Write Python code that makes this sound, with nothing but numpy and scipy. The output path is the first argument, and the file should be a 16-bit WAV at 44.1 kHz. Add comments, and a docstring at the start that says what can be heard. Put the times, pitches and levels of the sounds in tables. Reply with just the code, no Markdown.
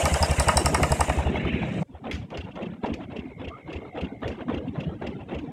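"""A farm truck with a single-cylinder diesel pulls away. Each firing is a low thump, a sharp crack, a bark and
a rasp from the exhaust pipe, over drone, clatter and hiss; a loose steel part clinks early on.
The throttle closes, leaving rumble, a panel that bangs and rubs, and jolts of the load bed.
Abruptly the scene changes to a marsh: a slow boat engine putters (gulp, chuff, squeaks, clack, boom) over
lapping water, joined by a faint cricket and then a far bird. Shaped noise and decaying tones make it all."""
import sys
import numpy as np
from scipy import signal
from scipy.fft import rfft, irfft, next_fast_len
from scipy.io import wavfile
from scipy.ndimage import uniform_filter1d, minimum_filter1d, map_coordinates

SR = 44100
rng = np.random.default_rng(int(sys.argv[2]) if len(sys.argv) > 2 else 0)


def output_pcm(signal):
    """Save a mono or channel-first signal as 16-bit PCM at the path in sys.argv[1].

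    Samples are clipped to [-1, 1] before scaling.
    """
    pcm = np.clip(np.atleast_2d(signal).T, -1, 1) * 32767
    wavfile.write(sys.argv[1], SR, np.round(pcm).astype(np.int16))


N = 243431  # length in samples


# beats of the diesel, base levels: crack_s, thump_db, bark_db, rasp_db, crack_db
DIESEL_BEATS = [(0.0542, -23, -17.5, -21, -24), (0.1395, -21, -38, -26.5, -30.5),
                (0.2259, -20.5, -20.5, -29, -24.5), (0.3116, -20.5, -28, -36, -30),
                (0.3974, -19.5, -23.5, -22.5, -20), (0.4836, -22.5, -16.5, -13, -20.5),
                (0.5702, -21, -18, -24, -14), (0.6579, -24, -24, -22.5, -19.5),
                (0.7442, -25, -23, -18, -20), (0.83, -23, -24, -17, -24), (0.918, -21.5, -20.5, -27, -29),
                (1.0058, -24, -18.5, -22.5, -26.5), (1.0936, -23.5, -24, -22, -37),
                (1.1829, -21, -27.5, -36, -55), (1.2687, -22.5, -30.5, -43, -65),
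                (1.3519, -30.5, -29, -44, -70), (1.447, -27.5, -40, -37, -81),
                (1.537, -28, -46, -45.5, -81), (1.627, -34, -34.5, -46, -79)]


def truck():
    """Exhaust beats over the noises of the open engine and the shaking body."""
    times, thump_db, bark_db, rasp_db, crack_db = np.transpose(DIESEL_BEATS)
    pipe = exhaust(times, bark_db, rasp_db, crack_db) + steel(times, crack_db)
    beats = thumps(times, thump_db) + pipe + amp(-12.5) * street_echo(pipe)
    return beats + running_noise(times) + panel() + clink() + load_bed()


def thumps(times, thump_db, lead=.0105, first_lead=0.019, settle_s=0.34, rise=0.0049, hold=0.038,
           release=0.0064, pipe_hz=72, overtone_hz=140, overtone_db=-10.0, gain_db=4.0):
    """Each slug of gas swings the air in the silencer; it leads the crack by less as the truck gets going."""
    out, t = np.zeros(N), np.arange(SR // 8) / SR
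    for s, db in zip(times, thump_db):
        pitch, colour, length, phase = rng.standard_normal(4)
        fade = 1 + np.exp((t - hold * np.exp(0.052 * length)) / release)
        shape = (1 - np.exp(-t / rise)) / fade
        main = -np.sin(2 * np.pi * pipe_hz * (1 + .06 * pitch) * t)
        overtone = amp(overtone_db + 2.2 * colour) * np.sin(2 * np.pi * overtone_hz * t + phase)
        start = s - lead - first_lead * np.exp(-s / settle_s)
        add(out, start, amp(db + gain_db) * shape * (main + overtone))
    gusts = bursts(times - lead, thump_db - 6.0, rise=0.0013, decay=0.017)
    turbulence = noise([(60, -3.5), (110, 5), (200, -4.5), (450, -6.5)]) * gusts
    return out + turbulence


# low and high resonances of the exhaust pipe: pitch_hz, width_hz, level_db
LOW_PIPE = [(507, 85, -8.5), (631, 59, -1.5), (728, 77, -2.5), (833, 83, -4), (930, 51, -2.5)]
HIGH_PIPE = [(970, 51, 5), (1238, 56, 7), (1460, 86, -5.5), (1827, 65, -1), (2240, 200, -4),
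             (2852, 110, -3.5)]
# tone colour of the shock bouncing in the pipe: pitch_hz, level_db
SHOCK_COLOUR = [(500, -10.5), (850, 4.5), (1300, -1), (2200, -4.5), (3000, -30.5), (4000, -19)]
# tone colour of the sharp crack: pitch_hz, level_db
CRACK_COLOUR = [(2500, -29.5), (4000, -11.5), (5100, 9), (6400, -6), (8200, 8), (10500, -5), (13000, -11),
                (16000, -21)]


def exhaust(s, bark_db, rasp_db, crack_db, bounce=0.0036, returned=0.49):
    """Gas leaks as the valve lifts, then a shock leaves the pipe and bounces inside it."""
    leak = bursts(s - .015, bark_db - 5.0, rise=0.00068, decay=0.011)
    blast = bursts(s + 0.0013, bark_db + 3.5, rise=0.00026, decay=0.0035)
    bark = resonate(rng.standard_normal(N) * (leak + blast), LOW_PIPE)
    # every bounce comes later and weaker
    shocks = sum(returned ** k * bursts(s + 0.0026 + k * bounce, rasp_db + 3.0, rise=0.0001, decay=0.0023)
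                 for k in range(4))
    rush = bursts(s + 0.0015, rasp_db + 0.5, rise=0.00019, decay=0.0082)
    rasp = resonate(rng.standard_normal(N) * rush, HIGH_PIPE) + shocks * noise(SHOCK_COLOUR)
    snap = bursts(s, crack_db - 0.5, rise=0.0018, decay=0.0023)
    crack = amp(5.1 * wobble(900)) * noise(CRACK_COLOUR, patchy_db=5.5) * snap
    fizz = bursts(s, crack_db - 19.5, rise=0.0018, decay=0.015)
    sizzle = amp(4.5 * wobble(400)) * noise(CRACK_COLOUR, patchy_db=4.5) * fizz
    return bark + rasp + crack + sizzle


# ringing notes of the engine's steel: pitch_hz, level_db, time_to_fall_60_db_s
STEEL_NOTES = [(3940, -14, 0.069), (5444, -1.5, 0.03), (7630, -4, 0.0097), (8140, 1, 0.014),
               (9050, -6.5, 0.0083), (9630, -4.5, 0.016), (11500, -15, 0.012)]


def steel(times, crack_db, count=4, gap=0.0097, loss_db=9.0, scatter_db=5.0, detune=0.014, gain_db=-4):
    """Every crack shakes loose steel: a few uneven contacts, each with its own mix of ringing notes."""
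    out, t = np.zeros(N), np.arange(SR // 12) / SR
    hz, level, t60 = np.transpose(STEEL_NOTES)[:, :, None]
    for s, db in zip(times, crack_db):
        for k in range(count):
            size, pitch, phase = rng.standard_normal((3, len(STEEL_NOTES), 1))
            fade = amp(level + scatter_db * size - 60 * t / t60)
            notes = fade * np.sin(2 * np.pi * (hz * (1 + detune * pitch) * t + phase))
            onset = 1 - np.exp(-t / 0.00074)
            add(out, s, amp(db + gain_db - loss_db * k) * notes.sum(0) * onset)
            s = s + gap * (.5 + rng.random())
    return out


def street_echo(x, t60=0.12, gap=0.013):
    """House fronts and the road answer each beat with a short, fading tail."""
    t = np.arange(SR // 3) / SR
    tail = rng.standard_normal(len(t)) * amp(-60 * t / t60) * np.clip(t / gap - 1, 0, 1)
    return signal.fftconvolve(x, tail / np.linalg.norm(tail))[:N]


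# base levels of the running truck: time_s, drone_db, clatter_db, hiss_db, loose_bodywork_db
TRUCK_LEVELS = [(0, -36, -28, -36, -30.5), (.32, -40, -34.5, -41, -33), (.7, -30.5, -32, -43.5, -36.5),
                (1.08, -35, -40, -44, -35), (1.2, -34.5, -35.5, -50.5, -36), (1.3, -31, -37, -64.5, -37),
                (1.55, -31, -46, -76, -37), (1.62, -31, -45.5, -65.5, -37), (1.82, -33.5, -39.5, -60, -46)]
# tone colours of the drone, the clatter and the loose bodywork: pitch_hz, level_db
DRONE_COLOUR = [(50, -19.5), (90, -6), (165, 0), (270, -5), (370, -6), (500, -12), (900, -35.5)]
CLATTER_COLOUR = [(250, -37), (450, -3), (620, 5), (950, -4), (1400, -11), (2000, -34), (3500, -39),
                  (6000, -30.5)]
BODYWORK_COLOUR = [(1000, -16.5), (1700, 0.5), (2300, -1.5), (2850, 0.5), (3300, -9), (3900, -9.5),
                   (4600, -34), (6000, -36.5)]
# tone colours of the hiss, near and then far: pitch_hz, level_db
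NEAR_HISS = [(2500, -30), (4200, -5), (5800, -2), (7200, 5.5), (8400, 4), (10000, -4.5), (12500, -11.5),
             (15000, -22), (16500, -35.5)]
FAR_HISS = [(2500, -12), (4200, -1.5), (7200, 6), (8400, 1.5), (10000, -13), (16000, -29)]
AWAY_S, DULLING_S = 1.1, .3  # from here the truck draws away, and over this time its hiss dulls


def running_noise(times):
    """Coloured noises of the open engine and body; clatter and rattle dip just before each firing."""
    drone_db, clatter_db, hiss_db, rattle_db = curves(TRUCK_LEVELS)
    drone = amp(drone_db + 2 + wobble(39.58)) * noise(DRONE_COLOUR, patchy_db=4)
    clatter = amp(clatter_db + 1.0 + 3.14 * wobble(70)) * noise(CLATTER_COLOUR, patchy_db=2.5)
    rattle = amp(rattle_db - 3.5 + 1.92 * wobble(90)) * noise(BODYWORK_COLOUR, patchy_db=4.5)
    far = np.clip((clock() - AWAY_S) / DULLING_S, 0, 1) * np.pi / 2
    colour = np.cos(far) * noise(NEAR_HISS, patchy_db=3.5) + np.sin(far) * noise(FAR_HISS, patchy_db=4.5)
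    hiss = amp(hiss_db + 1.4 * wobble(170)) * colour
    return lull(times, lead=.029, width=0.012, depth_db=-2) * (clatter + rattle) + drone + hiss


# path of the rubbing body panel: time_s, pitch_hz, level_db
PANEL_RUB = [(1.3, 2210, -57), (1.4, 2122, -42), (1.5, 2416, -39), (1.62, 2302, -41), (1.8, 2210, -56)]
# the bang of the panel: peak_s, level_db, pitch_hz
PANEL_BANG = [(1.36, -24, 2180)]


def panel():
    """A body panel bangs, and rubs with a hoarse ring that rises and sags."""
    hz, db = curves(PANEL_RUB)
    rub = amp(db + 2.3 * wobble(69.7)) * wavering(hz, waver_hz=239, rate=380)
    return rub + knocks(PANEL_BANG, cycles=6.3)


# ringing notes of a loose steel part: pitch_hz, level_db, time_to_fall_60_db_s
CLINK_NOTES = [(4780, -26.5, 0.05), (5020, -22, 0.071), (5300, -18.5, 0.018)]


def clink(s=.226, count=4, gap=0.0098, loss_db=4):
    """A loose steel part is shaken and chatters to rest, each contact weaker than the last."""
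    out, t = np.zeros(N), np.arange(SR // 4) / SR
    for k in range(count):
        ring = sum(amp(db - loss_db * k - 60 * t / t60) * np.sin(2 * np.pi * (hz * t + rng.random()))
                   for hz, db, t60 in CLINK_NOTES)
        add(out, s + k * gap, ring * (1 - np.exp(-t / 0.00084)))
    return out


# jolts of the load bed: peak_s, level_db, pitch_hz
LOAD_BED_JOLTS = [(1.542, -18, 217), (1.751, -22.5, 160), (1.818, -19, 174)]


def load_bed():
    """The load bed jolts: low blows that die within a few cycles."""
    return knocks(LOAD_BED_JOLTS, cycles=1.48)


def marsh():
    """The boat engine over a wash of water; both sink just before each main chuff."""
    engine = chuffs() + gurgle() + chatter() + boards()
    quiet = lull(np.transpose(ENGINE_CYCLES)[0], lead=0.028, width=0.011, depth_db=-6)
    return quiet * (engine + wash()) + valve_gear() + hull() + cricket() + bird() + open_air()


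# tone colours of a fresh puff and of a spent one: pitch_hz, level_db
FRESH_PUFF = [(150, 8.5), (400, 4), (800, 3.5), (1050, 2), (1500, -5.5), (2200, -10), (3700, -15),
              (4700, -39), (8000, -45.5), (12000, -65)]
SPENT_PUFF = [(60, -16), (150, -10), (330, 3), (520, 1), (800, -3), (1300, -25.5), (2200, -13), (3700, -42),
              (4600, -52), (8000, -47.5), (12000, -72)]


def chuffs(rise=0.015, fall_share=0.16, gain_db=-1, tone_db=-4, first_hz=1000, last_hz=330, sink=.04):
    """A puff starts bright; its noise and its throaty ring sink in pitch as the pressure is spent."""
    bright, dull, ring = np.zeros(N), np.zeros(N), np.zeros(N)
    t = np.arange(SR // 3) / SR
    for s, length, db in puffs():
        fade = 1 + np.exp((t / length - 0.72) / fall_share)
        flow = amp(db + gain_db) * np.minimum(t / rise, 1) / fade
        spent = np.clip(t / 0.075, 0, 1) * np.pi / 2
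        stray = 0.195 * unit(uniform_filter1d(rng.standard_normal(len(t)), size=160))
        hz = (last_hz + (first_hz - last_hz) * np.exp(-t / sink)) * np.exp(stray)
        tone = 2 * np.sin(2 * np.pi * np.cumsum(hz) / SR)
        add(bright, s, flow * np.maximum(np.cos(spent), .3))
        add(dull, s, flow * np.sin(spent))
        add(ring, s, flow * np.sin(spent) * amp(tone_db) * tone)
    gas = bright * noise(FRESH_PUFF, patchy_db=6) + dull * noise(SPENT_PUFF, patchy_db=2.0)
    return ring + sputter() * gas


# cycles of the boat engine, base levels: chuff_start_s, chuff_length_s, chuff_db, intake_gulp_db
ENGINE_CYCLES = [(2.033, 0.13, -34.5, -45), (2.302, 0.12, -35.5, -47), (2.55, 0.16, -35.5, -41.5),
                 (2.823, 0.13, -32, -51), (3.096, 0.15, -39, -37), (3.383, 0.14, -39.5, -60),
                 (3.665, 0.15, -38.5, -48.5), (3.947, 0.13, -34.5, -49), (4.216, .13, -32, -62),
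                 (4.48, 0.098, -31, -36.5), (4.744, .11, -37, -53.5), (5.01, 0.1, -35.5, -58),
                 (5.279, 0.12, -34, -43)]
GULP_LEAD_S, GULP_LENGTH_S = .1, 0.056  # the engine draws air just before each chuff


def puffs():
    """Every cycle gives a short gulp, then a longer chuff: rows of start_s, length_s, level_db."""
    gulps = [(s - GULP_LEAD_S, GULP_LENGTH_S, gulp_db) for s, _, _, gulp_db in ENGINE_CYCLES]
    return gulps + [(s, length, db) for s, length, db, _ in ENGINE_CYCLES]


def sputter(count=4000, rate=130, scatter_db=4.5, decay=0.0054, steady=0.41):
    """Gas breaks out in uneven, rounded little pops: a gain of average power 1."""
    at = (np.cumsum(rng.uniform(.2, 1.8, count)) / rate * SR).astype(int)
    pops = np.bincount(at, amp(scatter_db * rng.standard_normal(count)), N)[:N]
    fading = signal.lfilter([1], [1, -np.exp(-1 / (decay * SR))], pops)
    rounded = uniform_filter1d(fading, size=56)
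    return unit(steady + unit(rounded))


def gurgle(count=7, centre_hz=270, spread=0.3, gain_db=-3):
    """Large bubbles of exhaust break through the water as each chuff ends."""
    s, length, db, _ = np.repeat(ENGINE_CYCLES, count, axis=0).T
    order = np.arange(len(s)) % count
    age = length * (.3 + .6 * (order + rng.random(len(s))) / count)
    hz = centre_hz * np.exp(spread * rng.standard_normal(len(s)))
    return rings(s + age, hz, amp(db + gain_db), cycles=1.8)


def chatter(count=50, low_hz=900, high_hz=3500, gain_db=-16):
    """Loose fittings rattle densely while each puff shakes the boat, dying with its pressure."""
    s, length, db = np.repeat(puffs(), count, axis=0).T
    when, pitch = rng.random((len(s), 2)).T
    hz = low_hz * (high_hz / low_hz) ** pitch
    return rings(s + length * (0.1 + when), hz, amp(db + gain_db - 3.2 * when ** 2), cycles=3.6)


# dry squeaks of the valve gear, about three in a cycle: centre_s, base_level_db
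DRY_SQUEAKS = [(2.073, -45.5), (2.35, -42), (2.379, -41.5), (2.413, -41), (2.449, -48), (2.52, -49),
               (2.56, -51), (2.63, -40), (2.665, -45), (2.869, -42.5), (2.9, -46.9), (2.939, -43),
               (3.04, -50), (3.123, -49), (3.169, -41.5), (3.196, -42.5), (3.422, -53), (3.451, -41),
               (3.486, -40), (3.707, -45.5), (3.736, -41), (3.767, -42.5), (3.987, -42), (4.016, -41.4),
               (4.05, -42), (4.233, -57), (4.258, -48), (4.282, -43), (4.32, -44), (4.42, -49.3),
               (4.501, -54), (4.548, -42), (4.582, -43), (4.685, -48.5), (4.807, -40.5), (4.843, -44.5),
               (5.045, -51.5), (5.073, -39), (5.106, -53.7), (5.213, -50.6), (5.321, -45.2), (5.35, -42.5),
               (5.392, -44.5)]
# notes of the squeaking joint: pitch_hz, waver_hz, level_db
SQUEAK_NOTES = [(2710, 170, 2.5), (3180, 240, -4.5)]
# clacks of the valve gear and its loose cover: start_s, level_db
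VALVE_CLACKS = [(2.111, -32.5), (2.126, -40), (2.147, -45.5), (2.302, -51.5), (2.372, -39.5), (2.555, -53),
                (2.628, -56), (2.857, -46), (2.938, -40.5), (3.165, -50.5), (3.482, -52.5), (3.727, -44),
                (4.01, -45), (4.277, -38.5), (4.541, -52), (4.803, -48.5), (5.0672, -45.5), (5.345, -50),
                (5.387, -53)]
# tone colour of the clacks: pitch_hz, level_db
CLACK_COLOUR = [(700, -8), (1500, 12.5), (2400, 21), (3500, 11), (5000, 8), (6500, 3), (8500, -8.5),
                (12000, -17), (16000, -22)]


def valve_gear(width=0.0059, squeak_db=-1.0, tick_db=-15, tail_db=-18, tail_decay=0.034):
    """Dry joints tick and squeak at a drifting pitch; the tappet clacks and its cover buzzes on."""
    at, level = np.transpose(DRY_SQUEAKS)
    drift = np.exp(.025 * wobble(25))
    joint = unit(sum(amp(db) * wavering(hz * drift, waver_hz, rate=1400)
                     for hz, waver_hz, db in SQUEAK_NOTES))
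    squeak = bells(at, level + squeak_db, width)
    hits, db = np.transpose(VALVE_CLACKS)
    clacks = bursts(hits, db, rise=0.0017, decay=0.0062)
    buzz = bursts(hits, db + tail_db, rise=0.028, decay=tail_decay)
    rattle = amp(1.1 * wobble(500)) * noise(CLACK_COLOUR, patchy_db=4.5)
    return squeak * joint + rattle * (clacks + buzz + amp(tick_db) * squeak)


# booms of the hull at the end of a stroke: peak_s, base_level_db
HULL_BOOMS = [(1.951, -40), (2.146, -30), (2.393, -33.5), (2.927, -34), (3.201, -40.5), (3.478, -34.5),
              (3.763, -33), (4.031, -34.5), (4.298, -34.5), (4.579, -34), (4.885, -32.5), (5.079, -39),
              (5.364, -34)]
BOOM_HZ = 76.6  # the note of the hull
# slaps of water on the hull: peak_s, base_level_db, pitch_hz
WATER_SLAPS = [(2.23, -32, 107), (2.67, -25, 194), (2.905, -25.5, 232), (2.918, -24.5, 270),
               (3.191, -25, 228), (3.285, -35, 255), (4.05, -27.5, 228), (4.296, -35, 269),
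               (4.412, -32, 300), (4.543, -23.5, 254), (4.65, -29, 141), (4.862, -25.5, 170),
               (4.879, -21.5, 155), (5.079, -33, 282), (5.093, -25, 244), (5.33, -24, 313),
               (5.39, -27, 260)]


def hull():
    """The hollow hull booms on one low note and answers slaps of water on varied notes."""
    booms = knocks([(s, db + 5, BOOM_HZ) for s, db in HULL_BOOMS], cycles=1.19)
    return booms + amp(0.5) * knocks(WATER_SLAPS, cycles=1.037)


# hard knocks of loose boards in the boat: peak_s, level_db, pitch_hz
BOARD_KNOCKS = [(1.952, -37, 774), (2.86, -38, 700), (3.165, -31, 434), (3.963, -31, 766),
                (3.983, -26.5, 475), (4.262, -30, 513), (4.412, -33.5, 1560), (4.518, -25, 470),
                (5.072, -35, 607)]


def boards():
    """Loose boards knock, each blow ringing for a few cycles."""
    return knocks(BOARD_KNOCKS, cycles=2.17)


# stirred water: time_s, base_level_db
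WASH_LEVEL = [(1.86, -50), (2.15, -38), (2.62, -38.5), (2.93, -37.5), (3.4, -39.5), (4.25, -36.5),
              (4.7, -34), (5.1, -36), (5.52, -36.5)]
# tone colour of the water's wash: pitch_hz, level_db
WASH_COLOUR = [(45, -6.5), (80, 2.5), (160, 3.5), (290, 3.5), (370, -8), (720, -10.5), (1220, -26),
               (2400, -28), (3700, -33), (4600, -46)]


def wash():
    """Stirred water is patchy low noise with small plops, rising and falling together."""
    level_db, = curves(WASH_LEVEL)
    water = amp(-1.5) * noise(WASH_COLOUR, patchy_db=7.0) + amp(6.5) * lapping()
    return amp(level_db + 1.74 * wobble(25)) * water


def lapping(count=150, centre_hz=420, spread=0.557, gain_db=-8):
    """Small plops of stirred water at random times and pitches; higher ones are softer."""
    pitch, size = rng.standard_normal((count, 2)).T
    times = rng.uniform(CHANGE_S, N / SR, count)
    hz = centre_hz * np.exp(spread * pitch)
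    return rings(times, hz, amp(gain_db + 2 * size) * np.minimum(centre_hz / hz, 1), cycles=2.0)


# path of the cricket's call: time_s, pitch_hz, level_db
CRICKET_CALL = [(2.6, 2190, -89), (3.2, 2176, -58), (3.85, 2135, -55.5), (4.3, 2110, -60.5),
                (5.1, 2130, -75)]


def cricket(wingbeats=64.0, waver_hz=55):
    """One sagging tone, pulsed by each stroke of the wings."""
    hz, db = curves(CRICKET_CALL)
    strokes = np.sin(np.pi * wingbeats * clock()) ** 2 * amp(wobble(51))
    tone = wavering(hz, waver_hz, rate=350)
    return amp(db) * unit(strokes * tone)


# whistles of a water bird: start_s, length_s, from_hz, to_hz, base_level_db
BIRD_WHISTLES = [(3.491, 0.092, 1060, 1370, -40), (4.879, 0.077, 1265, 1440, -49)]


def bird():
    """Faint rising whistles, made hoarse by a straying pitch and an unsteady level."""
    out = np.zeros(N)
    for s, length, from_hz, to_hz, db in BIRD_WHISTLES:
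        u = np.linspace(0, 1, round(length * SR))
        hz = from_hz + (to_hz - from_hz) * u + 45 * wobble(300)[:len(u)]
        whistle = np.sin(2 * np.pi * np.cumsum(hz) / SR)
        add(out, s, amp(db - 1.5) * np.sin(np.pi * u) * whistle)
    return out * unit(1 + .5 * wobble(170))


# tone colour of the open marsh's faint hiss: pitch_hz, level_db
AIR_COLOUR = [(2000, -7.5), (4000, -9), (8000, -4), (12000, -13), (16000, -14)]


def open_air():
    """A steady, very faint noise fills the open marsh."""
    return amp(-80.5) * noise(AIR_COLOUR)


def amp(db):
    """Decibels to gain."""
    return 10 ** (np.asarray(db) / 20)


def unit(x):
    """Scale to average power 1 (rms 1)."""
    return x / np.sqrt(np.mean(x ** 2) + 1e-20)


def clock():
    """Time of every sample in seconds."""
    return np.arange(N) / SR


def curves(rows):
    """One value per sample for each column after the time."""
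    s, *cols = np.transpose(rows)
    return [np.interp(clock(), s, c) for c in cols]


def wobble(rate):
    """A smooth random curve through this many random points a second."""
    return map_coordinates(rng.standard_normal(int(N * rate / SR) + 4), [clock() * rate])


def filtered(x, response):
    """Change the strength of each frequency in x by a response."""
    m = next_fast_len(N + SR // 2)
    return irfft(rfft(x, m) * response(np.fft.rfftfreq(m, 1 / SR)), m)[:N]


def noise(spectrum, patchy_db=0):
    """Noise of rms 1 with a tone colour; brief patches of pitch are randomly louder or softer."""
    hz, db = np.transpose(spectrum)
    z = signal.stft(rng.standard_normal(N), nperseg=1024)[2]
    field = uniform_filter1d(rng.standard_normal(z.shape), size=3, axis=0)
    field = uniform_filter1d(field, size=2, axis=1)
    patchy = signal.istft(z * amp(patchy_db * unit(field)), nperseg=1024)[1][:N]
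    colour = lambda f: amp(np.interp(np.log(f + 1), np.log(hz), db)) * edges(f, hz)
    return unit(filtered(patchy, colour))


def edges(f, hz):
    """Fade out frequencies outside the range of a spectrum."""
    return 1 / np.sqrt(1 + (hz[0] / (f + 1)) ** 6 + (f / hz[-1]) ** 6)


def resonate(x, modes):
    """Ring a set of resonances, fading far outside them; white noise keeps its level."""
    span = [modes[0][0] / 2, modes[-1][0] * 2]

    def peaks(f):
        """Add the resonances with alternating sign."""
        return sum((-1) ** k * amp(db) * 1j * f * w / (c * c - f * f + 1j * f * w)
                   for k, (c, w, db) in enumerate(modes))

    return filtered(x, lambda f: normed(peaks(f) * edges(f, span)))


def normed(response):
    """A response with mean power 1."""
    return response / np.sqrt(np.mean(abs(response) ** 2))


def bursts(times, levels_db, rise, decay):
    """A loudness curve with a smooth rise and exponential fall at each time."""
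    out, t = np.zeros(N), np.arange(SR // 4) / SR
    shape = (1 - np.exp(-t / rise)) * np.exp(-t / decay)
    for s, db in zip(times, levels_db):
        add(out, s, amp(db) * shape / shape.max())
    return out


def bells(times, levels_db, width):
    """A loudness curve with a short, rounded swell centred on each time."""
    t = clock()
    return sum(amp(db) * np.exp(-.5 * np.minimum(((t - s) / width) ** 2, 100))
               for s, db in zip(times, levels_db))


def lull(times, lead, width, depth_db):
    """An engine is quietest during compression, just before each firing: a gain."""
    return amp(depth_db * bells(times - lead, np.zeros(len(times)), width))


def wavering(hz, waver_hz, rate):
    """A rough tone of rms 1 that strays around its pitch."""
    return unit(np.sin(2 * np.pi * np.cumsum(hz + waver_hz * wobble(rate)) / SR))


def knocks(rows, cycles):
    """Blows on a hollow body: a few cycles that swell to a peak and die at once."""
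    out, t = np.zeros(N), np.arange(SR // 10) / SR
    for s, db, hz in rows:
        peak = cycles / hz
        swell = (t / peak * np.exp(1 - t / peak)) ** 2
        add(out, s - peak, amp(db) * swell * np.sin(2 * np.pi * (hz * t + rng.random())))
    return out


def rings(times, pitches_hz, sizes, cycles):
    """Many short rings, each lasting a few cycles."""
    t = np.arange(SR // 16) / SR
    hz = pitches_hz[:, None]
    u = t * hz / cycles
    waves = sizes[:, None] * u * np.exp(1 - u) * np.sin(2 * np.pi * hz * t)
    places = (times * SR).astype(int)[:, None] + np.arange(len(t))
    return np.bincount(places.ravel(), waves.ravel(), N)[:N]


def add(out, s, sound):
    """Mix a sound in at time s."""
    start = int(np.clip(round(s * SR), 0, N))
    out[start:start + len(sound)] += sound[:N - start]


CHANGE_S = 1.832  # the street has gone by this time


def scene():
    """The street gives way to the marsh within a few milliseconds."""
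    street = np.clip((CHANGE_S - clock()) / .003, 0, 1)
    return (street * truck() + (1 - street) * marsh())[None]


TOP_HZ = 16000  # nothing is kept from here up


def record(dry, ceiling=0.45):
    """A limiter holds the loudest beats down, then the highest frequencies are cut."""
    x = dry[0]
    needed = ceiling / np.maximum(abs(x), ceiling)
    gain = uniform_filter1d(minimum_filter1d(needed, size=121), size=121)
    return filtered(gain * x, lambda hz: hz < TOP_HZ)[None]


dry = scene()
out = record(dry)
output_pcm(out)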